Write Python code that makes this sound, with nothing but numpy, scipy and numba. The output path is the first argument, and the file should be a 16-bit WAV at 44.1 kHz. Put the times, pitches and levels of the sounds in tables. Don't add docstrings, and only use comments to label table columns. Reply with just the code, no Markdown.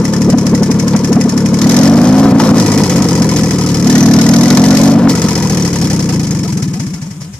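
import sys
import numpy as np
from scipy import signal
from scipy.fft import rfft, irfft, next_fast_len
from scipy.io import wavfile
from scipy.ndimage import uniform_filter1d
from numba import njit

SR = 44100
rng = np.random.default_rng(int(sys.argv[2]) if len(sys.argv) > 2 else 0)


def master_out(mix):
    frames = np.transpose(np.atleast_2d(mix))
    ceiling = np.clip(frames, -1, 1)
    pcm = np.round(ceiling * 32767).astype(np.int16)
    wavfile.write(sys.argv[1], SR, pcm)


N = 325899
TIME = np.arange(N) / SR
MAX_STROKES = 300

# time in seconds, strokes per second.
SPEED = [(0, 36.21), (1.611, 36.29), (1.841, 46.96), (2.269, 59.71), (3.19, 43.97), (3.816, 35.99),
         (4.224, 39.62), (4.981, 49.39), (5.861, 34.35), (6.801, 15.46), (7.1, 10.5), (7.39, 6.3)]
# time in seconds, opening 0-1.
THROTTLE = [(1.57, 0.14), (1.62, 0.43), (1.83, 0.66), (1.93, 0.83), (2.2, 0.82), (2.33, 0.97), (2.42, 0.81),
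            (2.56, 0.89), (2.62, 0.07), (3.82, 0.04), (3.87, 0.59), (4.8, 0.53), (4.98, 0.95), (5.08, 1),
            (5.12, 0.07)]
# delay in strokes, level in dB, pitch factor,
# spit in dB with the throttle shut, spit in dB with it open.
CYLINDERS = [(-0.013, 2.5, 1.0, -20.5, -14), (0.052, 1, .98, -72, -9.5), (-0.063, 0.5, 1.01, -12.5, -5.5)]
# time in seconds, share of a full charge 0-1, pitch factor.
CATCHES = [(.04, 0.34, 1.1), (0.344, 0.89, 0.98), (.375, 0.35, 1.09), (.455, 0.53, 1.11), (.54, 0.6, 1.01),
           (.62, 0.76, 0.92), (0.701, 0.72, 1.01), (.95, 0.87, 0.89), (1.035, 0.4, 1.08),
           (1.12, 0.57, 1.03), (1.171, 0.91, 0.96), (1.2, 0.61, 1.0), (1.26, 0.6, 1.0), (1.285, 0.57, 1),
           (1.335, 0.34, 1.1), (1.365, 0.5, 1.12), (1.445, .5, 1.0), (2.655, 0.6, 1.4), (2.71, 0.54, 1.15),
           (2.768, 0.42, 1.12), (2.825, 0.37, 0.94), (3.01, 0.81, 0.92), (3.21, 0.71, 0.89),
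           (3.425, 0.47, 0.95)]
# frequency in Hz, bandwidth in Hz, gain in dB.
METAL_MODES = [(486, 264, -0.5), (880, 41, -5.5), (1550, 56, -8.5), (1750, 43, 5.5), (1996, 57, 5),
               (2202, 63, 4), (2465, 43, 2.5), (3014, 63, -2.5), (3360, 50, -3.5), (3900, 30, -2),
               (4170, 50, -4.5), (4500, 70, -3), (4970, 91, 1), (5390, 113, 0.5)]
# frequency in Hz, spectral level in dB.
JET_SPECTRUM = [(600, -2), (1800, -5), (2800, -6.5), (3700, -10), (4600, -4), (5400, 3), (6000, 3.5),
                (6600, 4.5), (7300, 0), (8500, -5.5), (11000, -7.5), (14500, -22.5)]


def undb(db):
    return 10 ** (np.asarray(db) / 20)


def curve(rows):
    return np.interp(TIME, *np.transpose(rows))


def unit(x):
    return x / np.sqrt(np.mean(x ** 2))


def colour(x, outline, modes=()):
    size = next_fast_len(N + 8192)
    hz = np.arange(size // 2 + 1) * SR / size + 1e-3
    outline_hz, outline_db = np.transpose(outline)
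    gain = undb(np.interp(np.log(hz), np.log(outline_hz), outline_db))
    ringing = 1 + sum(undb(db) / (1 + 1j * (hz ** 2 - f ** 2) / (hz * width)) for f, width, db in modes)
    return irfft(rfft(x, size) * gain * ringing, size)[..., :N]


def stereo_noise(correlation):
    common = np.sqrt(correlation) * rng.standard_normal(N)
    return common + np.sqrt(1 - correlation) * rng.standard_normal((2, N))


def flutter(samples):
    return uniform_filter1d(np.repeat(rng.standard_normal(N // samples + 1), samples), samples)[:N]


def even_power(gate, crank):
    energy = np.cumsum(gate ** 2)
    early, late = (np.interp(crank + side, crank, np.arange(N)).astype(int) for side in (-3, 3))
    return gate / np.sqrt((energy[late] - energy[early]) / (late - early) + 1e-9)


def swells(crank, peak, levels_db, rise, decay, scatter_db=1.2):
    chance = rng.standard_normal(MAX_STROKES)
    gate = np.zeros(N)
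    for k in range(min(int(crank[-1]) + 1, MAX_STROKES)):
        span = slice(*np.searchsorted(crank, [k - 1, k + 2]))
        age = crank[span] - k - peak
        size = undb(levels_db[k % len(levels_db)] + scatter_db * chance[k])
        gate[span] += size * np.exp(-np.where(age < 0, (age / rise) ** 2, age / decay))
    return gate


def impacts(crank, start, levels_db, rise_s, decay_s, scatter_db):
    chance = rng.standard_normal(MAX_STROKES)
    gate = np.zeros(N)
    for k in range(1, min(int(crank[-1]) + 1, MAX_STROKES)):
        first = np.searchsorted(crank, k + start)
        age = TIME[:min(N - first, SR // 10)]
        size = undb(levels_db[k % len(levels_db)] + scatter_db * chance[k])
        gate[first:first + len(age)] += size * (1 - np.exp(-age / rise_s)) * np.exp(-age / decay_s)
    return gate


def glide(progress, from_hz, to_hz):
    hz = from_hz + (to_hz - from_hz) * progress
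    return np.sin(np.pi * progress) * np.sin(2 * np.pi * np.cumsum(hz) / SR)


def running_state(full_load_opening=0.64, coast_drop_per_s=10):
    speed = curve(SPEED)
    load = np.clip(curve(THROTTLE) / full_load_opening, 0, 1)
    slowing = np.clip(-np.gradient(speed) * SR / coast_drop_per_s, 0, 1)
    return speed / SPEED[0][1], load, (1 - load) * slowing, load * slowing


def combustion(crank, valve_opens, load_charge=0.74, lean_pitch=1.084):
    _, load, coast, bog = running_state()
    stroke = np.arange(MAX_STROKES)
    load, idle, bog = (np.interp(stroke + .5, crank, share) for share in (load, 1 - load - coast, bog))
    idle = idle * (stroke % len(CYLINDERS) == 1)
    luck, drift = rng.standard_normal((MAX_STROKES, 2)).T
    charge = load_charge * (load - bog) + bog * (0.65 + 0.24 * luck) + idle * (0.21 + 0.136 * luck)
    pitch = lean_pitch ** idle * (1 + 0.024 * bog * drift)
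    for time_s, share, factor in CATCHES:
        k = int(np.interp(time_s, TIME, crank) - valve_opens)
        charge[k], pitch[k] = share, factor
    return np.clip(charge, 0, 1), pitch


def gas_column(crank, valve_opens=-0.2463, burn_db=13, scatter_db=2.5, ragged_db=1.5):
    # strokes since the valve opened, base pitch in Hz and level in dB
    course = [(0, 73.6, -39, 124.5, -50), (0.108, 83.4, -11.5, 139, -10), (0.189, 97.8, 11, 145, -20.5),
              (.45, 152, -6, 204.8, -6.5), (.7, 141.2, -3.5, 248.4, -3), (.95, 187.3, -1, 293, -9.5),
              (1.2, 173, 1.5, 293, -54), (1.45, 181, -48, 305, -57)]
    # multiple of the lowest, level in dB unburnt, level in dB burnt,
    # dB gained per doubling of speed.
    gas_modes = [(1, -2.5, 0, -0.5), (1.8, -3.5, -26, 3.5), (2.75, -14, -18.5, 12)]
    # frequency in Hz, gain in dB.
    pipe_response = [(30, -56), (70, -7.5), (110, 2.5), (170, 0.5), (230, 2), (300, 4), (375, -9),
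                     (460, 3.5), (530, 2), (610, -19.5), (720, 0), (1000, -53)]
    chance = rng.standard_normal((MAX_STROKES, 6))
    charge, pitch = combustion(crank, valve_opens)
    pace, load, _, _ = running_state()
    stroke_pace = np.interp(np.arange(MAX_STROKES), crank, pace)
    ages, cold_hz, cold_db, hot_hz, hot_db = np.transpose(course)
    sound, envelope = np.zeros(N), np.zeros(N)
    for k in range(min(int(crank[-1]) + 2, MAX_STROKES)):
        delay, cylinder_db, tuning, _, _ = CYLINDERS[k % len(CYLINDERS)]
        burn, heat, octaves = charge[k], np.sqrt(charge[k]), np.log2(stroke_pace[k])
        wander = .003 + .015 * (1 - burn)
        start = k + valve_opens + delay + wander * chance[k, 0] / 2
        span = slice(*np.searchsorted(crank, [start, start + ages[-1]]))
        age = crank[span] - start
        hz = np.interp(age, ages, cold_hz + heat * (hot_hz - cold_hz))
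        hz *= tuning * pitch[k] * stroke_pace[k] ** 0.041 * (1 + wander * chance[k, 1])
        phase = 2 * np.pi * np.cumsum(hz) / SR
        blow_db = burn * (burn_db + 4 * octaves)
        luck_db = scatter_db * min(stroke_pace[k], 1) * (1 + heat) / 2 * chance[k, 2]
        puff_db = 8 * min(octaves, 0) * np.clip(1 - 2 * age, 0, 1)
        size = np.interp(age, ages, undb(cold_db + heat * (hot_db - cold_db)))
        size *= undb(cylinder_db + blow_db + luck_db + puff_db)
        for m, (multiple, unburnt_db, burnt_db, speed_db) in enumerate(gas_modes):
            detune = 1 + 0.054 * m * (1 - burn) * chance[k, 3 + m]
            share = undb(unburnt_db + heat * (burnt_db - unburnt_db) + speed_db * octaves)
            sound[span] += size * share * np.sin(multiple * detune * phase)
        sound[span] += size * burn * undb(-21) * np.sin(3 * phase)
        envelope[span] += size
    ragged = undb(ragged_db * (1 - load) * np.minimum(pace, 1) * flutter(samples=520))
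    return colour(sound * ragged, pipe_response), envelope


def throb(crank, coast, coast_db=12):
    # frequency in Hz, gain in dB.
    radiation = [(20, -43), (45, -15), (70, -8.5), (95, 2.5), (130, 19)]
    phase = 2 * np.pi * crank
    pulsing = undb(-34) * np.sin(phase) + undb(-24) * np.sin(2 * phase)
    return colour(pulsing, radiation) * undb(coast_db * coast)


def hollow_ring(crank, envelope, ring_hz=440, width_hz=44):
    puffs = rng.standard_normal(N) * even_power(envelope, crank)
    outline = [(200, -30), (400, -2), (520, 7), (900, -53)]
    return unit(colour(puffs, outline, [(ring_hz, width_hz, 15)]))


def whoops(crank, sweeps, wander=0.042, scatter_db=3):
    chance = rng.standard_normal((MAX_STROKES // len(CYLINDERS), len(sweeps), 2))
    sound = np.zeros(N)
    for turn, luck in zip(range(0, int(crank[-1]) + 1, len(CYLINDERS)), chance):
        for (start, length, from_hz, to_hz, db), (detune, louder) in zip(sweeps, luck):
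            span = slice(*np.searchsorted(crank, [turn + start, turn + start + length]))
            progress = (crank[span] - turn - start) / length
            tuning = 1 + wander * detune
            tone = glide(progress, from_hz * tuning, to_hz * tuning)
            sound[span] += undb(db + scatter_db * louder) * tone
    return sound


def drone(crank, waver_db=4.0):
    # frequency in Hz, gain in dB.
    pipe_response = [(80, -39), (125, -21.5), (165, -13.5), (210, -35), (250, -14.5), (290, -23),
                     (340, -20.5), (450, -66), (560, -34), (700, -48), (850, -63), (1300, -48)]
    # multiple of the stroke rate, level in dB.
    whine_partials = [(10, -27), (35 / 3, -28), (12, -22), (37 / 3, -27), (14, -28), (16, -32)]
    phase = 2 * np.pi * crank
    harmonics = sum(np.sin(n * phase) * undb(waver_db * flutter(samples=2500)) for n in range(2, 22))
    whine = sum(undb(db) * np.sin(multiple * phase) for multiple, db in whine_partials)
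    return colour(harmonics, pipe_response) + whine


def spit(crank, load, suction, shut_leak=.012, open_leak=.03):
    _, _, _, shut_db, open_db = np.transpose(CYLINDERS)
    snap = swells(crank, peak=-.055, levels_db=shut_db, rise=.08, decay=.25)
    tail = undb(-18) * swells(crank, peak=.05, levels_db=shut_db, rise=.1, decay=.9)
    blowdown = swells(crank, peak=-.34, levels_db=open_db, rise=.13, decay=.21)
    suck = suction * swells(crank, peak=-.05, levels_db=[5], rise=.09, decay=.25, scatter_db=2)
    after = suction * swells(crank, peak=.5, levels_db=[1, -4, -4], rise=.12, decay=.18, scatter_db=2.5)
    shut_flow = np.sqrt(shut_leak ** 2 + snap ** 2 + tail ** 2 + suck ** 2 + after ** 2)
    open_flow = np.hypot(open_leak, blowdown)
    shut_modes = [(hz, width, db + 3) for hz, width, db in METAL_MODES]
    open_modes = shut_modes + [(3900, 800, 9), (5080, 39, -14), (12500, 2800, 1.5)]
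    hiss = stereo_noise(0.15)
    shut_hiss = unit(colour(hiss * even_power(shut_flow, crank), JET_SPECTRUM, shut_modes))
    open_hiss = unit(colour(hiss * even_power(open_flow, crank), JET_SPECTRUM, open_modes))
    vacuum_lost = np.clip((load - .14) / .35, 0, 1)
    return (1 - vacuum_lost) * shut_hiss + vacuum_lost * open_hiss


def clatter(crank, ring_db=9):
    # frequency in Hz, spectral level in dB.
    spectrum = [(300, -23), (900, 9.5), (1900, -4), (3000, 3.5), (5400, 8), (7000, 9), (14000, -1)]
    taps = sum(impacts(crank, start, levels_db=[-3, -10, 0], rise_s=0.0006, decay_s=0.012, scatter_db=3)
               for start in (-.05, .2))
    modes = [(hz, width, db + ring_db) for hz, width, db in METAL_MODES]
    return unit(colour(stereo_noise(0.53) * taps, spectrum, modes))


def clanks(crank, start, levels_db, decay_s=0.0086, wander=0.0262):
    # frequency in Hz, level in dB.
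    cover_modes = [(950, 1), (1460, 0.5), (1767, 6), (1955, 5.5), (2180, 0), (2420, -6), (4530, -0.5),
                   (4930, -4.5), (5385, 8), (5850, 10), (6450, 9)]
    hz, db = np.transpose(cover_modes)
    chance = rng.standard_normal((MAX_STROKES, 4, len(hz)))
    sound = np.zeros((2, N))
    for k in range(1, min(int(crank[-1]), MAX_STROKES)):
        first = np.searchsorted(crank, k + start)
        age = TIME[:min(N - first, SR // 25)]
        detune, common, per_side = chance[k, 0], chance[k, 1], chance[k, 2:]
        pitch = hz * (1 + wander * hz / hz.max() * detune)
        sizes = undb(db + levels_db[k % len(levels_db)]) * (common + per_side)
        ringing = np.sin(2 * np.pi * np.outer(pitch, age)) * np.exp(-age / decay_s)
        sound[:, first:first + len(age)] += sizes @ ringing
    return unit(sound)


def rattle(crank, wobble=0.46):
    # frequency in Hz, level in dB.
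    bracket_modes = [(740, 5), (960, 8.5), (1290, 4), (1780, -12), (1960, 3), (2420, -4)]
    sound = np.zeros(N)
    for hz, db in bracket_modes:
        ring = impacts(crank, 0.18, levels_db=[0, -2, -3], rise_s=.0007, decay_s=.0062, scatter_db=4.5)
        phase_drift = wobble * np.cumsum(flutter(samples=200)) / 200
        sound += undb(db) * ring * np.sin(2 * np.pi * hz * TIME + phase_drift)
    return unit(sound)


def roar(crank, envelope, grain_db=2.5):
    # frequency in Hz, spectral level in dB.
    spectrum = [(40, -14), (120, 0), (250, 7), (380, 7.5), (480, 0), (620, 0), (750, -5), (1000, 3.5),
                (1400, -3), (2000, -17.5), (2800, -16), (4000, -19), (8000, -32)]
    gate = even_power((1 + envelope) * undb(grain_db * flutter(samples=130)), crank)
    return unit(colour(stereo_noise(0.82) * gate, spectrum, METAL_MODES))


def rumble():
    spectrum = [(12, -32), (28, -21), (55, 11), (90, 3), (160, -23), (600, -62)]
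    return unit(colour(rng.standard_normal(N), spectrum))


def outdoors():
    # frequency in Hz, spectral level in dB.
    spectrum = [(18, -54), (30, -22), (170, -38), (198, -36), (237, -33), (543, -13), (1240, -15),
                (3500, -16), (5150, -23), (7030, -11), (14500, -29.5)]
    return unit(colour(stereo_noise(0.057), spectrum))


def barks(length_s=0.0428, from_hz=229, to_hz=590, rough_db=2):
    # start in seconds, level in dB.
    late_charges = [(.262, -6.5), (0.406, -17), (.507, -10.5), (0.592, -11), (0.673, -13.5), (1.081, -9),
                    (1.168, -13), (1.244, -16)]
    sound = np.zeros(N)
    for start, db in late_charges:
        span = slice(*np.searchsorted(TIME, [start, start + length_s]))
        sound[span] += undb(db) * glide((TIME[span] - start) / length_s, from_hz, to_hz)
    return sound * undb(rough_db * flutter(samples=90))


def pops():
    # start in seconds, level in dB, decay time in seconds.
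    ignitions = [(0.324, -38, 0.013), (0.934, -38, 0.014), (1.16, -54, 0.0085), (2.4, -24.5, 0.0054),
                 (4.572, -23.5, 0.008), (4.638, -24.5, 0.0055)]
    gate = sum(undb(db) * (TIME > start) * np.exp(-np.abs(TIME - start) / decay_s)
               for start, db, decay_s in ignitions)
    spectrum = [(200, -18), (900, 33), (2000, 17.5), (3500, 18.0), (5600, 20.5), (9000, 11), (15000, -12)]
    return colour(stereo_noise(0.82) * gate, spectrum, METAL_MODES)


def rasp(level_db=-13, width_s=0.01):
    gate = sum(share ** 4 * np.exp(-((TIME - time_s) / width_s) ** 2) for time_s, share, _ in CATCHES)
    spectrum = [(250, -21), (500, -1), (1000, 17.5), (1400, 2.5), (2000, 7), (4000, -48)]
    return undb(level_db) * gate * unit(colour(stereo_noise(0.94), spectrum))


def clinks(decay_s=0.0058, tick_db=-4, tick_s=0.001):
    # start in seconds, level in dB, frequency in Hz.
    blows = [(0.713, -12, 5400), (0.795, -16, 6430), (1.212, -15.5, 5540), (1.293, -22, 5350),
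             (1.377, -27, 6100), (3.087, -13, 5500), (3.22, -14, 5130), (3.362, -11, 6300),
             (3.897, -22, 6900), (3.955, -7, 5900), (4.028, -2, 6000), (4.311, -6.5, 6400),
             (5.219, -15, 6440), (5.356, -11, 5250), (5.624, -11.5, 5900), (5.729, -27, 5390),
             (5.9, -13, 6000), (6.309, -14, 6400)]
    ring, tick = np.zeros(N), np.zeros(N)
    for start, db, hz in blows:
        span = slice(*np.searchsorted(TIME, [start, start + 10 * decay_s]))
        age = TIME[span] - start
        ring[span] += undb(db) * np.exp(-age / decay_s) * np.sin(2 * np.pi * hz * age)
        tick[span] += undb(db) * np.exp(-age / tick_s)
    return ring + undb(tick_db) * tick * unit(colour(stereo_noise(0.18), JET_SPECTRUM, METAL_MODES))


def knocks(decay_s=0.0063):
    # start in seconds, level in dB.
    shocks = [(3.953, -14), (4.187, -11), (4.336, -15), (4.504, -16), (4.709, -15)]
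    # frequency in Hz, bandwidth in Hz, gain in dB.
    block_modes = [(1460, 54, 27.5), (1890, 31, 22), (2160, 30, 20)]
    gate = sum(undb(db) * (TIME > start) * np.exp(-np.abs(TIME - start) / decay_s)
               for start, db in shocks)
    spectrum = [(300, -12), (1500, -1.5), (5500, 13), (15000, -18)]
    return colour(stereo_noise(0.42) * gate, spectrum, block_modes)


def place_left(left, right, lag_samples=2):
    # frequency in Hz, left minus right in dB.
    balance = [(60, 4), (110, 1.5), (200, 2), (370, 0), (690, 1.5), (1270, 7.5), (2340, 0), (4310, 5.5),
               (7930, 0.5), (14600, -4)]
    hz, balance_db = np.transpose(balance)
    right = np.pad(right, (lag_samples, 0))[:N]
    return np.array([colour(left, np.c_[hz, balance_db / 2]), colour(right, np.c_[hz, -balance_db / 2])])


def scene(pump_knee_per_s=19.1):
    # start in strokes into the turn,
    # length in strokes, first and last frequency in Hz, level in dB.
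    idle_sweeps = [(0.343, 1.674, 274.5, 640, -21), (-0.114, 0.93, 426, 514, -19.5),
                   (0.11, 0.7, 900, 940, -27)]
    coast_sweeps = [(-.05, 0.6, 928, 990, -22.5), (1.95, 1, 672, 807, -25), (2.099, 0.7, 1206, 1310, -30),
                    (.05, 0.7, 300, 332, -19.5), (.85, .6, 295, 350, -18.5), (1.9, 0.89, 402, 505, -20)]
    speed = curve(SPEED)
    crank = np.cumsum(speed) / SR
    pace, load, coast, bog = running_state()
    octaves, shut, idle = np.log2(pace), 1 - load, 1 - load - coast
    pumping = 1 / (1 + (pump_knee_per_s / speed) ** 2.06)

    strokes, envelope = gas_column(crank)
    pipe = undb(-5) * pumping * (strokes + shut * throb(crank, coast))
    pipe += idle * (undb(-28) * hollow_ring(crank, envelope) + whoops(crank, idle_sweeps))
    pipe += coast * pumping * undb(4.5 * octaves) * whoops(crank, coast_sweeps)
    pipe += load * (1 - bog / 2) * drone(crank)
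    pipe = pipe + barks() + rasp()

    vacuum_db = -33 * curve(THROTTLE) ** 5.58
    suction = 0.13 * coast / np.maximum(pace, 0.54) ** 2
    spit_db = -25.5 + 3.5 * octaves + 11 * load + 2 * coast + vacuum_db
    clatter_db = -39 + 2.5 * octaves + 18 * load + 13 * coast + vacuum_db / 2
    valves = undb(spit_db) * spit(crank, load, suction) + undb(clatter_db) * clatter(crank)
    valves += undb(-31) * shut * pace * clanks(crank, start=-.06, levels_db=[-7, -13, 0])
    valves += undb(-19.5 + vacuum_db) * load ** 2 * clanks(crank, start=-.39, levels_db=[0, 0, -1])
    valves *= pumping ** 0.49

    bracket = undb(-44 + 21.5 * octaves + 8 * coast) * rattle(crank)
    block = undb(-27 + 8.5 * octaves + 8 * load - 2.5 * coast) * roar(crank, envelope)
    engine = pipe + valves + bracket + block + undb(-46) * rumble() + pops() + knocks() + clinks()
    left, right = engine + undb(-43) * outdoors()
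    return place_left(left, right)


@njit
def follow_peaks(x, attack, release):
    envelope, level = np.empty(len(x)), 0.
    for i in range(len(x)):
        level += (x[i] - level) * (attack if x[i] > level else release)
        envelope[i] = level
    return envelope


def record(dry, threshold=1.22, ceiling=0.83, attack_s=0.001, release_s=0.015, cutoff_hz=14700):
    peak = follow_peaks(np.abs(dry).max(axis=0), 1 / (attack_s * SR), 1 / (release_s * SR))
    limited = dry * np.minimum(1, threshold / (peak + 1e-9))
    rounded = limited / (1 + (limited / ceiling) ** 6) ** (1 / 6)
    return signal.sosfilt(signal.ellip(8, .2, 70, cutoff_hz, fs=SR, output="sos"), rounded)


dry = scene()
out = record(dry)
master_out(out)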